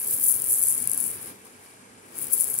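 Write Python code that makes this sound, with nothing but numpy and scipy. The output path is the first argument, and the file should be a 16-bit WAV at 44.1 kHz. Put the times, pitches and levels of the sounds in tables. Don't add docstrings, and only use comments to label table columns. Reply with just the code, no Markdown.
import sys
import numpy as np
from scipy import signal
from scipy.io import wavfile

SR = 44100
rng = np.random.default_rng(int(sys.argv[2]) if len(sys.argv) > 2 else 0)


def wav_record(signal):
    frames = np.transpose(np.atleast_2d(signal))
    bounded = np.clip(frames, -1, 1)
    quanta = np.round(bounded * 32767).astype(np.int16)
    wavfile.write(sys.argv[1], SR, quanta)


N = 114660
RIGHT_LAG_S = .00037


def from_db(db):
    return 10 ** (np.asarray(db) / 20)


def rms_one(x):
    return x / np.sqrt(np.mean(x ** 2) + 1e-20)


def at_hz(points, hz):
    table_hz, value = np.array(points).T
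    return np.interp(np.log(hz), np.log(table_hz), value)


def over_time(s, values):
    return np.interp(np.arange(N) / SR, s, values)


def drift(corner_hz):
    step = 40
    r = np.exp(-2 * np.pi * corner_hz * step / SR)
    noise = rng.standard_normal(N // step + 2002)
    slow = signal.lfilter([1], [1, -2 * r, r * r], noise)[2000:]
    return np.interp(np.arange(N) / step, np.arange(len(slow)), rms_one(slow))


def ring(drive, hz, t60_s):
    r = from_db(-60 / (max(t60_s, .001) * SR))
    w = 2 * np.pi * hz / SR
    poles = [1, 0, 0, 1, -2 * r * np.cos(w), r * r]
    height = 2 * np.e * (1 - r) * np.sin(w) ** 2
    return height * signal.sosfilt([poles, poles], drive + 1e-18)


# t/s, relative level/dB, left minus right/dB
SHAKING = [(0, -31.5, 3), (0.06, -32, 3), (0.1, -26.5, 2.5), (0.14, -25, 3.5), (0.2, -30.5, 4),
           (0.24, -23.5, 7), (0.27, -24, 0), (0.3, -23.5, 8), (0.34, -27.5, 5), (0.39, -34, 4),
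           (0.43, -31, 7), (0.48, -29, 4), (0.52, -23, 0.5), (0.57, -26.5, 1.5), (0.61, -29, 3),
           (0.635, -27.5, 8), (0.655, -27.5, 3), (0.69, -24, 8), (0.75, -30, 3), (0.82, -32.5, 8),
           (0.87, -39.5, 6), (0.92, -35.5, 1), (0.97, -35, 1), (1.04, -31.5, 9), (1.1, -33.5, 3),
           (1.17, -41, 3.5), (1.29, -42.5, 2.5), (1.35, -54.5, 3), (1.42, -56, 1), (1.456, -52.5, 5),
           (1.52, -55, 1), (1.6, -54.5, 1.6), (1.65, -51, 1), (1.72, -55.5, 5), (1.85, -65, 4),
           (1.96, -67, 0), (2.06, -58, 14.5), (2.12, -55.5, 11), (2.15, -47.5, 10), (2.165, -41.5, 4),
           (2.22, -35, 10), (2.29, -41.5, 3), (2.315, -37, 11), (2.333, -24, 17.5), (2.36, -30.5, 2),
           (2.41, -28.5, 12), (2.46, -33.5, 7), (2.52, -32.5, 5), (2.6, -33.5, 0)]
SWARM_DB = 2.5
TICKS_PER_S, TICK_SPREAD_DB = 1800, 2.8
CLUMP_DB, CLUMP_HZ = 1.5, 59.47


def swarm():
    s, level_db, pan_db = np.transpose(SHAKING)
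    chance = rng.random(N)
    size = np.minimum(rng.exponential(1, N), 4)
    ticks_per_s = TICKS_PER_S * from_db(CLUMP_DB * drift(CLUMP_HZ))
    born = np.flatnonzero(chance < ticks_per_s / SR)
    left, right = shell(born / SR, from_db(TICK_SPREAD_DB * size[[born, born]]))
    level = SWARM_DB + over_time(s, level_db)
    half_pan = over_time(s, pan_db) / 2
    return from_db([level + half_pan, level - half_pan]) * [rms_one(left), rms_one(right)]


# t/s, relative level/dB, left minus right/dB
SINGLE_HITS = [(0.0447, -15.3, 8.7), (0.0714, -14.1, 6.7), (0.1415, -12.6, -4.4), (0.2406, -9.6, -2.7),
               (0.2442, -9.6, 11.8), (0.2611, -10.9, -0.3), (0.2682, -12.9, -4.9), (0.2856, -6.9, 11.9),
               (0.2995, -8.5, 10.8), (0.3081, -10.1, 15.2), (0.3109, -10.5, 12.1), (0.3166, -8.5, 14.0),
               (0.3244, -10.2, 8.4), (0.3403, -13.0, 16.7), (0.3536, -17.1, 14.2), (0.3634, -15.6, 14.2),
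               (0.371, -13.5, 9.2), (0.393, -18.3, 8.9), (0.3997, -13.1, 9.4), (0.4202, -12.0, 17.2),
               (0.4218, -16.8, 10.2), (0.441, -15.7, 11.5), (0.4425, -13.6, 15.9), (0.4632, -14.6, 14.1),
               (0.4871, -13.2, 14.4), (0.4957, -15.5, 10.2), (0.5005, -11.7, 16.3), (0.5049, -12.9, 10.3),
               (0.5096, -15.0, 13.4), (0.5122, -10.8, 11.4), (0.5196, -12.7, 10.4), (0.5212, -11.5, 13.2),
               (0.5317, -11.3, 8.7), (0.5392, -7.9, 12.6), (0.5412, -13.2, 13.1), (0.5593, -12.9, 10.1),
               (0.5698, -17.0, 13.9), (0.5769, -13.1, 9.6), (0.5839, -15.6, 11.2), (0.5856, -11.0, 11.5),
               (0.5932, -13.8, 12.0), (0.597, -14.6, 12.2), (0.6146, -10.4, 13.7), (0.6211, -13.6, 12.8),
               (0.6262, -9.1, 10.7), (0.6281, -6.8, 12.1), (0.6372, -4.7, 9.3), (0.6395, -10.9, 0.6),
               (0.6557, -9.3, 3.1), (0.6698, -7.7, -5.4), (0.6943, -10.4, -2.8), (0.6965, -9.1, -1.1),
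               (0.7109, -11.1, 7.6), (0.7163, -11.6, -3.8), (0.7244, -12.3, 12.7), (0.7316, -11.9, 7.7),
               (0.748, -11.5, 1.9), (0.7786, -13.8, 11.8), (0.7804, -15.3, 10.4), (0.7881, -17.4, 12.9),
               (0.8026, -15.1, 10.4), (0.8222, -18.7, 18.3), (0.8243, -16.4, 11.2), (0.8289, -18.9, 16.7),
               (0.8408, -17.9, 21.3), (0.8442, -18.8, 11.3), (0.8555, -20.0, 12.8), (0.8715, -23.6, 15.3),
               (0.8742, -4.0, 10.5), (0.8757, -16.0, 3.1), (0.8972, -7.5, 7.5), (0.8985, -18.4, -0.4),
               (0.9071, -16.6, 8.0), (0.9163, -10.9, 18.0), (0.9328, -16.1, 13.9), (0.9346, -8.0, 12.7),
               (0.9449, -14.9, 12.9), (0.9483, -15.3, 12.5), (0.976, -9.0, 12.0), (0.9777, -12.8, 8.2),
               (0.9991, -17.6, 14.7), (1.0032, -11.5, 14.5), (1.0109, -13.5, 15.6), (1.0253, -18.0, 13.1),
               (1.0287, -17.2, 12.0), (1.0402, -15.3, 17.1), (1.0499, -15.7, 11.3), (1.0632, -15.1, 14.6),
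               (1.0658, -15.0, 11.4), (1.0789, -16.7, 15.7), (1.0932, -20.2, 14.4), (1.1139, -19.3, 15.1),
               (1.1335, -24.0, 10.0), (1.1468, -21.5, 6.1), (1.16, -26.0, 10.0), (1.174, -27.0, 10.0),
               (1.217, -27.0, 10.0), (1.2291, -25.4, 10.8), (1.241, -27.0, 10.0), (1.2591, -26.7, 11.6),
               (1.2706, -27.6, 12.9), (1.4501, -34.0, 11.6), (1.4555, -37.0, 8.0), (1.467, -38.0, 8.0),
               (1.552, -40.0, 6.0), (1.627, -38.0, 8.0), (1.736, -38.0, 6.0), (1.762, -41.0, 6.0),
               (1.815, -41.0, 6.0), (1.937, -40.0, 6.0), (2.156, -27.0, 9.0), (2.1696, -24.7, 9.2),
               (2.1809, -22.8, 6.9), (2.1877, -15.5, 8.2), (2.1966, -20.9, 10.8), (2.2152, -18.9, 17.2),
               (2.2246, -19.8, 9.8), (2.231, -17.1, 10.8), (2.2424, -21.1, 13.1), (2.2442, -22.3, 13.5),
               (2.2552, -20.7, 10.4), (2.2694, -20.5, 10.9), (2.2823, -23.8, 15.2), (2.3095, -22.0, 10.5),
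               (2.3238, -12.1, 10.4), (2.333, -5.0, 9.7), (2.3364, -7.7, 11.0), (2.3378, -5.0, 10.6),
               (2.3788, -9.7, 12.6), (2.3956, -8.1, 7.3), (2.4008, -10.1, 15.2), (2.4085, -7.1, 10.4),
               (2.4103, -9.4, 6.7), (2.4211, -10.6, 11.2), (2.4242, -12.5, 10.3), (2.4362, -12.0, 8.1),
               (2.4427, -9.5, 10.9), (2.4441, -15.0, -1.9), (2.4514, -17.0, 14.2), (2.4798, -13.2, 2.9),
               (2.4868, -20.5, -7.5), (2.5004, -13.9, 6.7), (2.5022, -13.3, 11.7), (2.508, -17.8, 12.3),
               (2.5153, -15.9, 8.4), (2.5409, -13.9, 17.1), (2.5511, -14.6, -0.9), (2.58, -11.9, 8.2),
               (2.5881, -8.0, 11.0)]
HIT_DB = -2.0


def hits():
    s, hit_db, pan_db = np.transpose(SINGLE_HITS)
    level = HIT_DB + hit_db
    return shell(s, from_db([level + pan_db / 2, level - pan_db / 2]))


# f/Hz, left relative level/dB, right relative level/dB, one-pass t60/s
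SHELL_MODES = [(7200, -33, -10, 0.0012), (7670, -48, -19.5, 0.004), (8210, -28.5, 2.5, 0.00093),
               (10260, -5, -25, 0.0013), (10226, -7, -9, 0.0047), (10210, 10, 10.5, 0.00046),
               (10670, -10, -11, 0.0055), (10840, -5, -3.5, 0.0007), (11950, 2, -23, 0.0004),
               (12440, -7.5, 4, 0.00073), (14900, -12, -6, 0.0012), (15600, -3.5, -9, 0.0006)]
LAG_SPREAD_S = .00004
BOUNCE_S, BOUNCE_DB = .0013, -9.0
MODE_SPREAD_DB = 3.0
PORTS_ALIKE = 0.6
TURN_DB, TURN_HZ = 3, 1.3
DETUNE = .01
HARD_ABOVE_HZ = 6160


def shell(s, size):
    luck = rng.standard_normal((len(s), 2, len(SHELL_MODES) * 4 + 3))
    bounce_s = BOUNCE_S * np.exp(0.28 * luck[:, 0, -1])
    s = np.stack([s, s + bounce_s], axis=1).ravel()
    size = (size[:, :, None] * [1, from_db(BOUNCE_DB)]).reshape(2, -1)
    late = s + RIGHT_LAG_S + LAG_SPREAD_S * luck[:, :, -2].ravel()
    spot = np.digitize(luck[:, :, -3].ravel(), [-.43, .43]) - 1
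    common, other, flip, flip_other = luck[:, :, :-3].reshape(len(s), -1, 4).T
    turn_db = TURN_DB * np.array([drift(TURN_HZ) for _ in SHELL_MODES])
    modes_hz, left_db, right_db, modes_t60_s = np.transpose(SHELL_MODES)

    out = np.zeros((2, N))
    for port, (when, mode_db, share) in enumerate([(s, left_db, 1), (late, right_db, PORTS_ALIKE)]):
        at = np.clip(np.round(when * SR).astype(int), 0, N - 1)
        own = np.sqrt(1 - share ** 2)
        colour_db = MODE_SPREAD_DB * (share * common + own * other)
        strength = from_db(mode_db[:, None] + colour_db + turn_db[:, at])
        strength = strength / np.sqrt(np.sum(strength ** 2, axis=0))
        strength = strength * np.sign(share * flip + own * flip_other)
        for gain, hz, t60_s in zip(strength, modes_hz, modes_t60_s):
            for k in (-1, 0, 1):
                clicks = np.bincount(at, size[port] * gain * (spot == k), N)
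                out[port] += ring(clicks, hz * (1 + DETUNE * k), t60_s)
    return signal.sosfilt(signal.butter(6, HARD_ABOVE_HZ, "high", fs=SR, output="sos"), out)


# f/Hz, relative level/dB, one-pass t60/s
RUBBED_MODES = [(4600, -7, .0015), (5200, 0, .002), (6000, -3, .0012), (6800, -1, .0012)]
ROLL_DB, ROLL_FOLLOWS = -52, 0.28
ROLL_FLICKER_DB, ROLL_FLICKER_HZ = 2.0, 35


def rolling():
    s, vigour_db, _ = np.transpose(SHAKING)
    rub = rng.standard_normal((2, N)) * from_db(ROLL_FLICKER_DB * drift(ROLL_FLICKER_HZ))
    rubbed = sum(from_db(db) * rms_one(ring(rub, hz, t60_s)) for hz, db, t60_s in RUBBED_MODES)
    level_db = ROLL_DB + ROLL_FOLLOWS * (over_time(s, vigour_db) + 30)
    return from_db(level_db) * rms_one(rubbed)


ROOM_T60_S, ROOM_DB = .18, -12.0


def room(x):
    t = np.arange(SR // 2) / SR
    tail = rng.standard_normal((2, len(t))) * from_db(-60 * t / ROOM_T60_S) * (t > .003)
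    tail = from_db(ROOM_DB) * tail / np.sqrt(np.sum(tail ** 2, axis=1, keepdims=True))
    return x + signal.fftconvolve(x, tail, axes=1)[:, :N]


# f/Hz, relative level/dB per Hz
HUM_SPECTRUM = [(24, -62), (40, -20), (69, -16), (87, -7), (204, -8), (220, -6), (249, -2), (283, -6.5),
                (412, -3.5), (510, -6.5), (560, -10), (831, -9), (1240, -10), (1370, -10.5), (2320, -13.5),
                (4680, -23.5), (10200, -14.5), (16000, -58)]
# f/Hz, likeness/1
PORT_LIKENESS = [(60, 0.97), (200, 1), (400, 1), (700, 0.16), (1300, 0.37), (3000, 0.45), (8000, 0.39)]
# f/Hz, left minus right/dB
HUM_PAN = [(60, 3), (180, -3.5), (550, -1.5), (1650, 0), (4970, 1), (15000, 4.5)]
HUM_DB = -45.5
HUM_PATCHY_DB, HUM_PATCHY_HZ = 1.1, 36


def hum():
    out, edges_hz = 0, 30 * 2 ** np.arange(0, 9.3, 1 / 4)
    white = rng.standard_normal((2, 2, N + SR // 2))
    for k, (low, high) in enumerate(zip(edges_hz, edges_hz[1:])):
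        band = signal.butter(2, [low, high], "band", fs=SR, output="sos")
        mid, side = signal.sosfilt(band, white[k % 2])[:, -N:]
        hz = np.sqrt(low * high)
        alike = np.clip(at_hz(PORT_LIKENESS, hz), -1, 1)
        half_pan = at_hz(HUM_PAN, hz) / 2
        level_db = at_hz(HUM_SPECTRUM, hz) + HUM_PATCHY_DB * drift(HUM_PATCHY_HZ)
        gain = from_db(level_db) * from_db([[half_pan], [-half_pan]]) * surge(hz)
        out = out + gain * (np.sqrt(1 + alike) * mid + np.sqrt(1 - alike) * side * [[1], [-1]])
    out[1] = np.roll(out[1], int(RIGHT_LAG_S * SR))
    return from_db(HUM_DB) * rms_one(out)


# f/Hz, rms level before surge and gate/dB, one-pass t60/s
HUM_RESONANCES = [(101.1, -63, 0.19), (127, -64.5, 0.33), (194.1, -64, 0.18), (245.1, -63.5, 0.13),
                  (435.6, -59.5, 0.14), (498.5, -65, 0.11), (1625, -61, 0.029), (2320, -62, 0.019)]


def hum_tones():
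    out = 0
    for hz, db, t60_s in HUM_RESONANCES:
        noise = rng.standard_normal((2, N + SR))
        mid, side = rms_one(ring(noise, hz, t60_s)[:, SR:])
        alike = np.clip(at_hz(PORT_LIKENESS, hz), 0, 1)
        right = np.roll(alike * mid + np.sqrt(1 - alike ** 2) * side, int(RIGHT_LAG_S * SR))
        out = out + from_db(db) * surge(hz) * np.array([mid, right])
    return out


# t/s, low band relative level/dB, middle band/dB, high band/dB
HUM_SURGE = [(0, -7, -4.5, -0.5), (.16, 4, 2.5, 1), (.24, -1, -1.5, -1), (.36, 3.5, 1, 0),
             (.54, -1, -1.5, -0.5), (.7, -2, -3, -5), (.83, 4, 3, -2.5), (1.05, 1.5, 2, -1.5),
             (1.2, 1, -0.5, -0.5), (1.36, -1.5, 2, 1), (1.7, -3, -2.5, -3), (1.96, 0, 3.5, 0.5),
             (2.12, -1.5, -1, 3), (2.19, 1, 4, -1), (2.28, 2, 0, 2.5), (2.45, -0.5, -1.5, 0),
             (2.57, 1, 0, -0.5)]
SURGE_TOPS_HZ = (160, 330, 560)


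def surge(hz):
    s, *levels_db = np.transpose(HUM_SURGE)
    band = np.searchsorted(SURGE_TOPS_HZ, hz)
    return from_db(over_time(s, levels_db[band])) if band < len(levels_db) else 1


def scene():
    return room(swarm() + hits() + rolling()) + hum() + hum_tones()


GATE_AT_DB, GATE_KNEE_DB, GATE_DEPTH_DB = -45, 1.5, -5.5
GATE_LISTEN_S, GATE_ABOVE_HZ = 0.0073, 6700
CUTOFF_HZ = 15700


def record(dry):
    treble = signal.sosfilt(signal.butter(2, GATE_ABOVE_HZ, "high", fs=SR, output="sos"), dry)
    power = np.mean(treble ** 2, axis=0)
    r = np.exp(-1 / (GATE_LISTEN_S * SR))
    smooth_power = signal.lfilter([1 - r], [1, -r], power, zi=[power[:2000].mean()])[0]
    level_db = 10 * np.log10(smooth_power + 1e-12)
    cut_db = GATE_DEPTH_DB / (1 + np.exp((level_db - GATE_AT_DB) / GATE_KNEE_DB))
    gated = dry * from_db(cut_db)
    return signal.sosfilt(signal.ellip(10, .5, 65, CUTOFF_HZ, fs=SR, output="sos"), gated)


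dry = scene()
out = record(dry)
wav_record(out)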